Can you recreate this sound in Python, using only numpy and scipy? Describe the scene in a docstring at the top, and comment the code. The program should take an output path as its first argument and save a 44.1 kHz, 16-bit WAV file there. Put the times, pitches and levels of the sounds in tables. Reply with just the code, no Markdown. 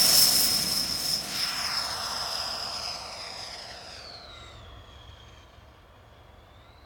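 """Model jet taking off from grass

Two electric ducted fans whine slightly apart in pitch over their hiss and the roar of the exhaust;
turbulent air smears the tones. As the jet climbs away, interference with the echo off the grass sweeps
a comb of notches down through the noise, and air absorption dulls it. Far out the throttle is pulled
back, then opened a little. A breeze and a low hum rumble underneath."""
import sys
import numpy as np
from scipy import signal
from scipy.fft import rfft, irfft
from scipy.io import wavfile
from scipy.ndimage import uniform_filter1d

SR = 44100
rng = np.random.default_rng(int(sys.argv[2]) if len(sys.argv) > 2 else 0)


def wav_out(sig):
    """Save sig, one row per channel (or a flat mono array), as 16-bit PCM at SR to the path in sys.argv[1]."""
    wavfile.write(sys.argv[1], SR, np.round(np.clip(np.atleast_2d(sig).T, -1, 1) * 32767).astype(np.int16))


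N = 302085
SIZE, HOP = 2048, 256
T = np.arange(N) / SR
FRAME_T = np.arange(N // HOP + 3) * HOP / SR
BIN_HZ = np.fft.rfftfreq(SIZE, 1 / SR)
START_M, TOP_SPEED_M_PER_S, SPEED_UP_S, SOUND_M_PER_S = 5.1, 20, 1.6, 343
FULL_HZ = 5235  # blade-passing frequency of the slower fan at full throttle

# The fans' treble, hiss and octave alike. Each row: time in seconds, relative level in dB.
TREBLE_LEVEL = [(0.0, -29.5), (0.22, -26.5), (0.28, -30.5), (0.4, -27.5), (0.67, -39), (0.77, -35.5),
                (0.84, -42.5), (1.12, -39), (1.22, -46), (1.32, -43), (2.38, -48.5), (3.27, -57.5),
                (3.45, -54.9), (3.8, -63), (3.95, -60), (4.27, -78.5), (4.47, -69.5), (4.7, -85),
                (5.37, -80.5), (5.87, -94.5), (6.85, -94)]
# The exhaust's roar. Each row: time in seconds, relative level in dB.
EXHAUST_LEVEL = [(0.0, -36), (0.12, -35.5), (0.25, -38.5), (1.17, -45.5), (1.65, -37), (2.07, -36.5),
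                 (5.5, -59.5), (6.85, -60)]


def amp(db):
    """Amplitude ratio of a level in decibels."""
    return 10 ** (np.asarray(db) / 20)


def unit(x):
    """Normalisation to an rms of 1."""
    return x / np.sqrt(np.mean(abs(x) ** 2) + 1e-20)


def curve(rows, t):
    """Linear interpolation of a table of times and values."""
    return np.interp(t, *np.transpose(rows))


def shape(spectrum):
    """Gain per bin, interpolated in decibels on a log-frequency axis."""
    hz, db = np.transpose(spectrum)
    return amp(np.interp(np.log(BIN_HZ + 1), np.log(hz), db))


def flutter(width_hz, steep_above=2, steep_below=2):
    """Narrow-band complex noise of rms 1, falling away beyond width_hz on either side of zero."""
    hz = np.fft.fftfreq(N, 1 / SR)
    steep = np.where(hz > 0, steep_above, steep_below)
    white = rng.standard_normal(N) + 1j * rng.standard_normal(N)
    return unit(np.fft.ifft(white / np.sqrt(1 + abs(hz / width_hz) ** (2 * steep))))


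def noise(gain, band_hz):
    """Spectral shaping of white noise, held near an rms of 1 inside the band."""
    inside = (BIN_HZ >= band_hz[0]) & (BIN_HZ <= band_hz[1])
    gain = gain / np.sqrt(np.sum(gain[..., inside] ** 2, -1, keepdims=True) / len(BIN_HZ))
    white = rng.standard_normal((len(FRAME_T) - 1) * HOP)
    frames = signal.stft(white, nperseg=SIZE, noverlap=SIZE - HOP)[2].T * gain
    return signal.istft(frames.T, nperseg=SIZE, noverlap=SIZE - HOP)[1][:N]


def speed(t):
    """Drag limits acceleration: the receding jet's speed in m/s levels off exponentially."""
    return TOP_SPEED_M_PER_S * (1 - np.exp(-t / SPEED_UP_S))


def distance(t):
    """Metres from the microphone: the start plus the integral of the speed."""
    return START_M + TOP_SPEED_M_PER_S * t - SPEED_UP_S * speed(t)


def throttle(t):
    """Fan speed, 1 at full power, is proportional to the blade-passing frequency."""
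    # The slower fan on board. Each row: time in seconds, blade-passing frequency in Hz.
    blade_passing = [(3.92, FULL_HZ), (4.0, 4870), (4.1, 4555), (4.22, 4360), (4.33, 4020), (4.53, 3905),
                     (4.65, 3525), (5.5, 3335), (5.95, 3490), (6.35, 3500), (6.63, 3850), (6.72, 4145),
                     (6.85, 4260)]
    return curve(blade_passing, t) / FULL_HZ


def doppler_pitch(t):
    """The Doppler effect lowers the slower fan's tone, in Hz, as the jet recedes."""
    return FULL_HZ * throttle(t) / (1 + speed(t) / SOUND_M_PER_S)


def blade_tone(hz, clean_share, halo_hz, halo_shift_hz=20):
    """Random modulation: blades chopping turbulence spread a lopsided halo around a wavering line."""
    line = unit(1 + .35 * flutter(6))
    halo = flutter(halo_hz, steep_above=1.3, steep_below=1.85)
    halo = halo * np.exp(2j * np.pi * halo_shift_hz * T)
    envelope = np.sqrt(clean_share) * line + np.sqrt(1 - clean_share) * halo
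    carrier = np.exp(2j * np.pi * np.cumsum(hz) / SR)
    return np.sqrt(2) * (carrier * envelope).real


def fan_whine(gain_db=-.5, lead_hz=213, closing_hz_per_s=19, smear_m=32):
    """Blade passage gives each fan a tone and its octave; turbulence on the path broadens both."""
    # The fan tones. Each row: time in seconds, relative level in dB.
    tone_level = [(0.0, -21.5), (0.23, -21.0), (0.3, -24.5), (0.57, -26.5), (0.65, -35.5), (0.77, -25.5),
                  (0.85, -34), (0.92, -26), (1.03, -35.5), (1.17, -26), (1.27, -45.5), (1.42, -26),
                  (1.55, -34.8), (1.77, -28.5), (1.9, -38), (2.07, -33.5), (2.92, -36), (3.05, -44.1),
                  (3.4, -40.5), (3.82, -50.5), (4.05, -44.5), (4.8, -58.5), (5.12, -53.5), (5.72, -72),
                  (6.85, -62.5)]
    # Balance of the fans. Each row: time in seconds, the faster fan's share of the power.
    balance = [(0, 0.32), (1.25, 0.63), (1.5, 0.73), (2.2, 0.6), (2.6, 0.24), (4.1, 0.42), (6.85, 0.5)]
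    slower_hz, fan_speed, share = doppler_pitch(T), throttle(T), curve(balance, T)
    faster_hz = slower_hz + (lead_hz - closing_hz_per_s * T) * fan_speed ** 3
    clean_share = .6 * np.exp(-distance(T) * fan_speed ** 8 / smear_m)
    tone_db = curve(tone_level, T) + gain_db
    slowing_db = 59 * (1 - fan_speed)  # the weak octave stands out as the fans slow
    fading_db = 2.5 * unit(flutter(2).real)
    octave_db = curve(TREBLE_LEVEL, T) - 11 + slowing_db + fading_db
    out = np.zeros(N)
    for hz, power in ((slower_hz, 1 - share), (faster_hz, share)):
        tone = blade_tone(hz, clean_share, halo_hz=120)
        octave = blade_tone(2 * hz, clean_share / 3, halo_hz=200)
        out += np.sqrt(power) * (amp(tone_db) * tone + amp(octave_db) * octave)
    return out


def eddy_fading(depth_db):
    """Scintillation: eddies on the path fade single bands in and out."""
    white = rng.standard_normal((len(FRAME_T), len(BIN_HZ)))
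    patches = uniform_filter1d(uniform_filter1d(white, 14, axis=0), 36, axis=1)
    return amp(depth_db * unit(patches))


def ground_comb(mic_height_m=1.6, soft_hz=140, rough_hz=11000):
    """Interference of the direct sound with its echo off uneven grass makes a comb filter."""
    # The climb. Each row: time in seconds, the jet's angle above the grass in degrees.
    climb = [(0, 0.27), (1.25, 0.27), (1.97, 2.62), (2.65, 2.97), (3.5, 4.5), (4.0, 6.25), (5.1, 9),
             (6.85, 10)]
    degrees = curve(climb, FRAME_T[:, None])
    reflection = .72 - .033 * degrees  # weaker at steeper angles
    reflection = reflection / (1 + (BIN_HZ / rough_hz) ** 2)  # roughness scatters the treble
    jitter = 1 + .035 * np.interp(FRAME_T, T, flutter(6).real)[:, None]
    lag_s = 2 * mic_height_m * np.sin(np.radians(degrees)) / SOUND_M_PER_S * jitter
    inversion = 2 * np.arctan(BIN_HZ / soft_hz)  # grass inverts all but the bass
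    phase = 2 * np.pi * BIN_HZ * lag_s + inversion
    return abs(1 + reflection * np.exp(-1j * phase))


def blade_hiss(gain_db=-1.55, knee_hz=2600, air_db_per_khz_m=.0611):
    """Air absorption dulls the blades' broadband noise with distance; swells briefly brighten it."""
    # The hiss before absorption. Each row: frequency in Hz, relative spectral density in dB.
    spectrum = [(450, -28), (1200, -6.5), (1800, -3.5), (2600, -4.5), (3100, -5), (3700, -1), (4400, 1.5),
                (6000, 3), (7500, -1), (8500, 2), (11000, 1), (13500, -1.5), (16000, 2.5), (17500, -1)]
    level_db = curve(TREBLE_LEVEL, FRAME_T)
    swell_db = level_db - uniform_filter1d(level_db, size=170, mode="nearest")
    loss_db_per_khz = (air_db_per_khz_m * distance(FRAME_T) - .082 * swell_db)[:, None]
    air = amp(-loss_db_per_khz * np.maximum(BIN_HZ, knee_hz) / 1000)
    gain = shape(spectrum) * air * eddy_fading(depth_db=1.6) * ground_comb()
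    return noise(gain, band_hz=(6900, 9700)) * amp(curve(TREBLE_LEVEL, T) + gain_db)


def exhaust_roar(gain_db=-2, lift_off_s=1.64, swing_s=.24):
    """Turbulent mixing behind the ducts roars, brighter as the nozzles swing round at lift-off."""
    # The mixing noise. Each row: frequency in Hz, relative spectral density in dB.
    spectrum = [(100, -27), (300, -8.5), (480, -5.5), (700, 0), (1000, -2), (1400, -3.5), (2000, -7.5),
                (3000, -10.5), (5000, -19.5), (9000, -54)]
    doublings = np.log2(distance(FRAME_T[:, None]) / START_M)
    swing = np.exp(-((FRAME_T[:, None] - lift_off_s) / swing_s) ** 2)
    tilt_db_per_octave = 2 * swing - .62 * doublings  # duller with each doubling of distance
    tilt = amp(tilt_db_per_octave * np.log2(BIN_HZ + 1))
    gain = shape(spectrum) * tilt * ground_comb() * eddy_fading(depth_db=.5)
    return noise(gain, band_hz=(500, 1600)) * amp(curve(EXHAUST_LEVEL, T) + gain_db)


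def shaft_hum(gain_db=-1, off_resonance_db=-19, blades=11):
    """Forced vibration: shaft harmonics sing out as they slide through airframe resonances."""
    # Rotor vibration. Each row: multiple of the shaft speed, relative level in dB.
    harmonics = [(1, -12), (3, -17), (4, -5.5), (5, -15), (6, -2.5)]
    # Airframe resonances. Each row: centre in Hz, width in Hz, peak gain in dB.
    resonances = [(370, 80, -1), (1370, 50, 1), (2040, 70, 0)]
    shaft_hz = doppler_pitch(T) / blades
    out = np.zeros(N)
    for order, db in harmonics:
        hz = order * shaft_hz
        ring = sum(amp(peak) / (1 + (2 * (hz - centre) / width) ** 2)
                   for centre, width, peak in resonances)
        carrier = np.exp(2j * np.pi * np.cumsum(hz) / SR)
        tone = unit((carrier * (1 + .6 * flutter(12))).real)
        out += amp(db) * (ring + amp(off_resonance_db)) * tone
    return out * amp(curve(EXHAUST_LEVEL, T) + gain_db)


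def ground_rush(gain_db=-41):
    """Spherical spreading: the jet's low rush along the ground falls inversely with distance."""
    # The rush. Each row: frequency in Hz, relative spectral density in dB.
    spectrum = [(40, -15.5), (110, -2), (170, 6.5), (250, 4), (320, -3.5), (400, -14.5), (900, -39),
                (3000, -68)]
    return noise(shape(spectrum), band_hz=(140, 330)) * START_M / distance(T) * amp(gain_db)


def far_hum(cycle_hz=22.6):
    """A harmonic series on one slow, wavering cycle, as of an engine far off."""
    # The hum. Each row: multiple of the cycle rate, relative level in dB.
    harmonics = [(2, -0.5), (3, -0.5), (4, -2.5), (5, -2.5)]
    turns = np.cumsum(cycle_hz * (1 + .02 * flutter(1).real)) / SR
    return unit(sum(amp(db) * np.sin(2 * np.pi * (order * turns + rng.random()))
                    for order, db in harmonics))


def rumble(gain_db=-.34):
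    """Superposition: the breeze's low noise and the far hum swell and sink together."""
    # The breeze. Each row: frequency in Hz, relative spectral density in dB.
    spectrum = [(22, -50), (32, -14.5), (43, -8), (66, 2), (85, -5.5), (115, 1.5), (145, -22), (300, -35),
                (1500, -63)]
    # Breeze and hum together. Each row: time in seconds, relative level in dB.
    level = [(0.0, -48), (0.92, -49), (1.47, -57), (1.67, -50.5), (3.85, -55.5), (4.7, -47.5), (5.72, -55),
             (6.85, -52)]
    breeze = noise(shape(spectrum), band_hz=(30, 120))
    return unit(breeze + .9 * far_hum()) * amp(curve(level, T) + gain_db)


def country_wash(gain_db=-73.8):
    """Stationary ambient noise: the faint wash of open country."""
    # The wash. Each row: frequency in Hz, relative spectral density in dB.
    spectrum = [(50, 13), (200, 20), (350, 28), (420, 25), (600, 31), (850, 25), (1200, 26), (2000, 11),
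                (5000, 2), (9400, 0), (10400, -3), (12000, 0), (17000, 0)]
    return noise(shape(spectrum), band_hz=(2000, 16000)) * amp(gain_db)


def scene():
    """The sources add; turbulent air modulates the amplitude of whine and hiss together."""
    flicker_db = .95 * unit(flutter(28).real)
    surge_db = .38 * unit(flutter(7).real)
    fans = (fan_whine() + blade_hiss()) * amp(flicker_db + surge_db)
    return (fans + exhaust_roar() + shaft_hum() + ground_rush() + rumble() + country_wash())[None]


def record(dry, low_cut_hz=35, high_cut_hz=17300):
    """Linear filtering: colour and bass cut at the microphone, then the band limit."""
    # Peaks and dips at the microphone. Each row: centre in Hz, width in Hz, gain in dB.
    peaks = [(400, 45, -3), (480, 30, 2), (705, 60, 4), (850, 55, -3.5), (1165, 45, 3), (1260, 35, -2),
             (1360, 60, 2), (1620, 60, -1.5)]
    hz = np.fft.rfftfreq(N, 1 / SR)
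    colour_db = sum(db * np.exp(-((hz - centre) / width) ** 2) for centre, width, db in peaks)
    low_cut = 1 - 1 / (1 + (hz / low_cut_hz) ** 6)
    coloured = irfft(rfft(dry) * amp(colour_db) * low_cut, N)
    low_pass = signal.firwin(511, high_cut_hz, window=("kaiser", 9), fs=SR)
    return signal.oaconvolve(coloured, low_pass[None], "same")


dry = scene()
out = record(dry)
wav_out(out)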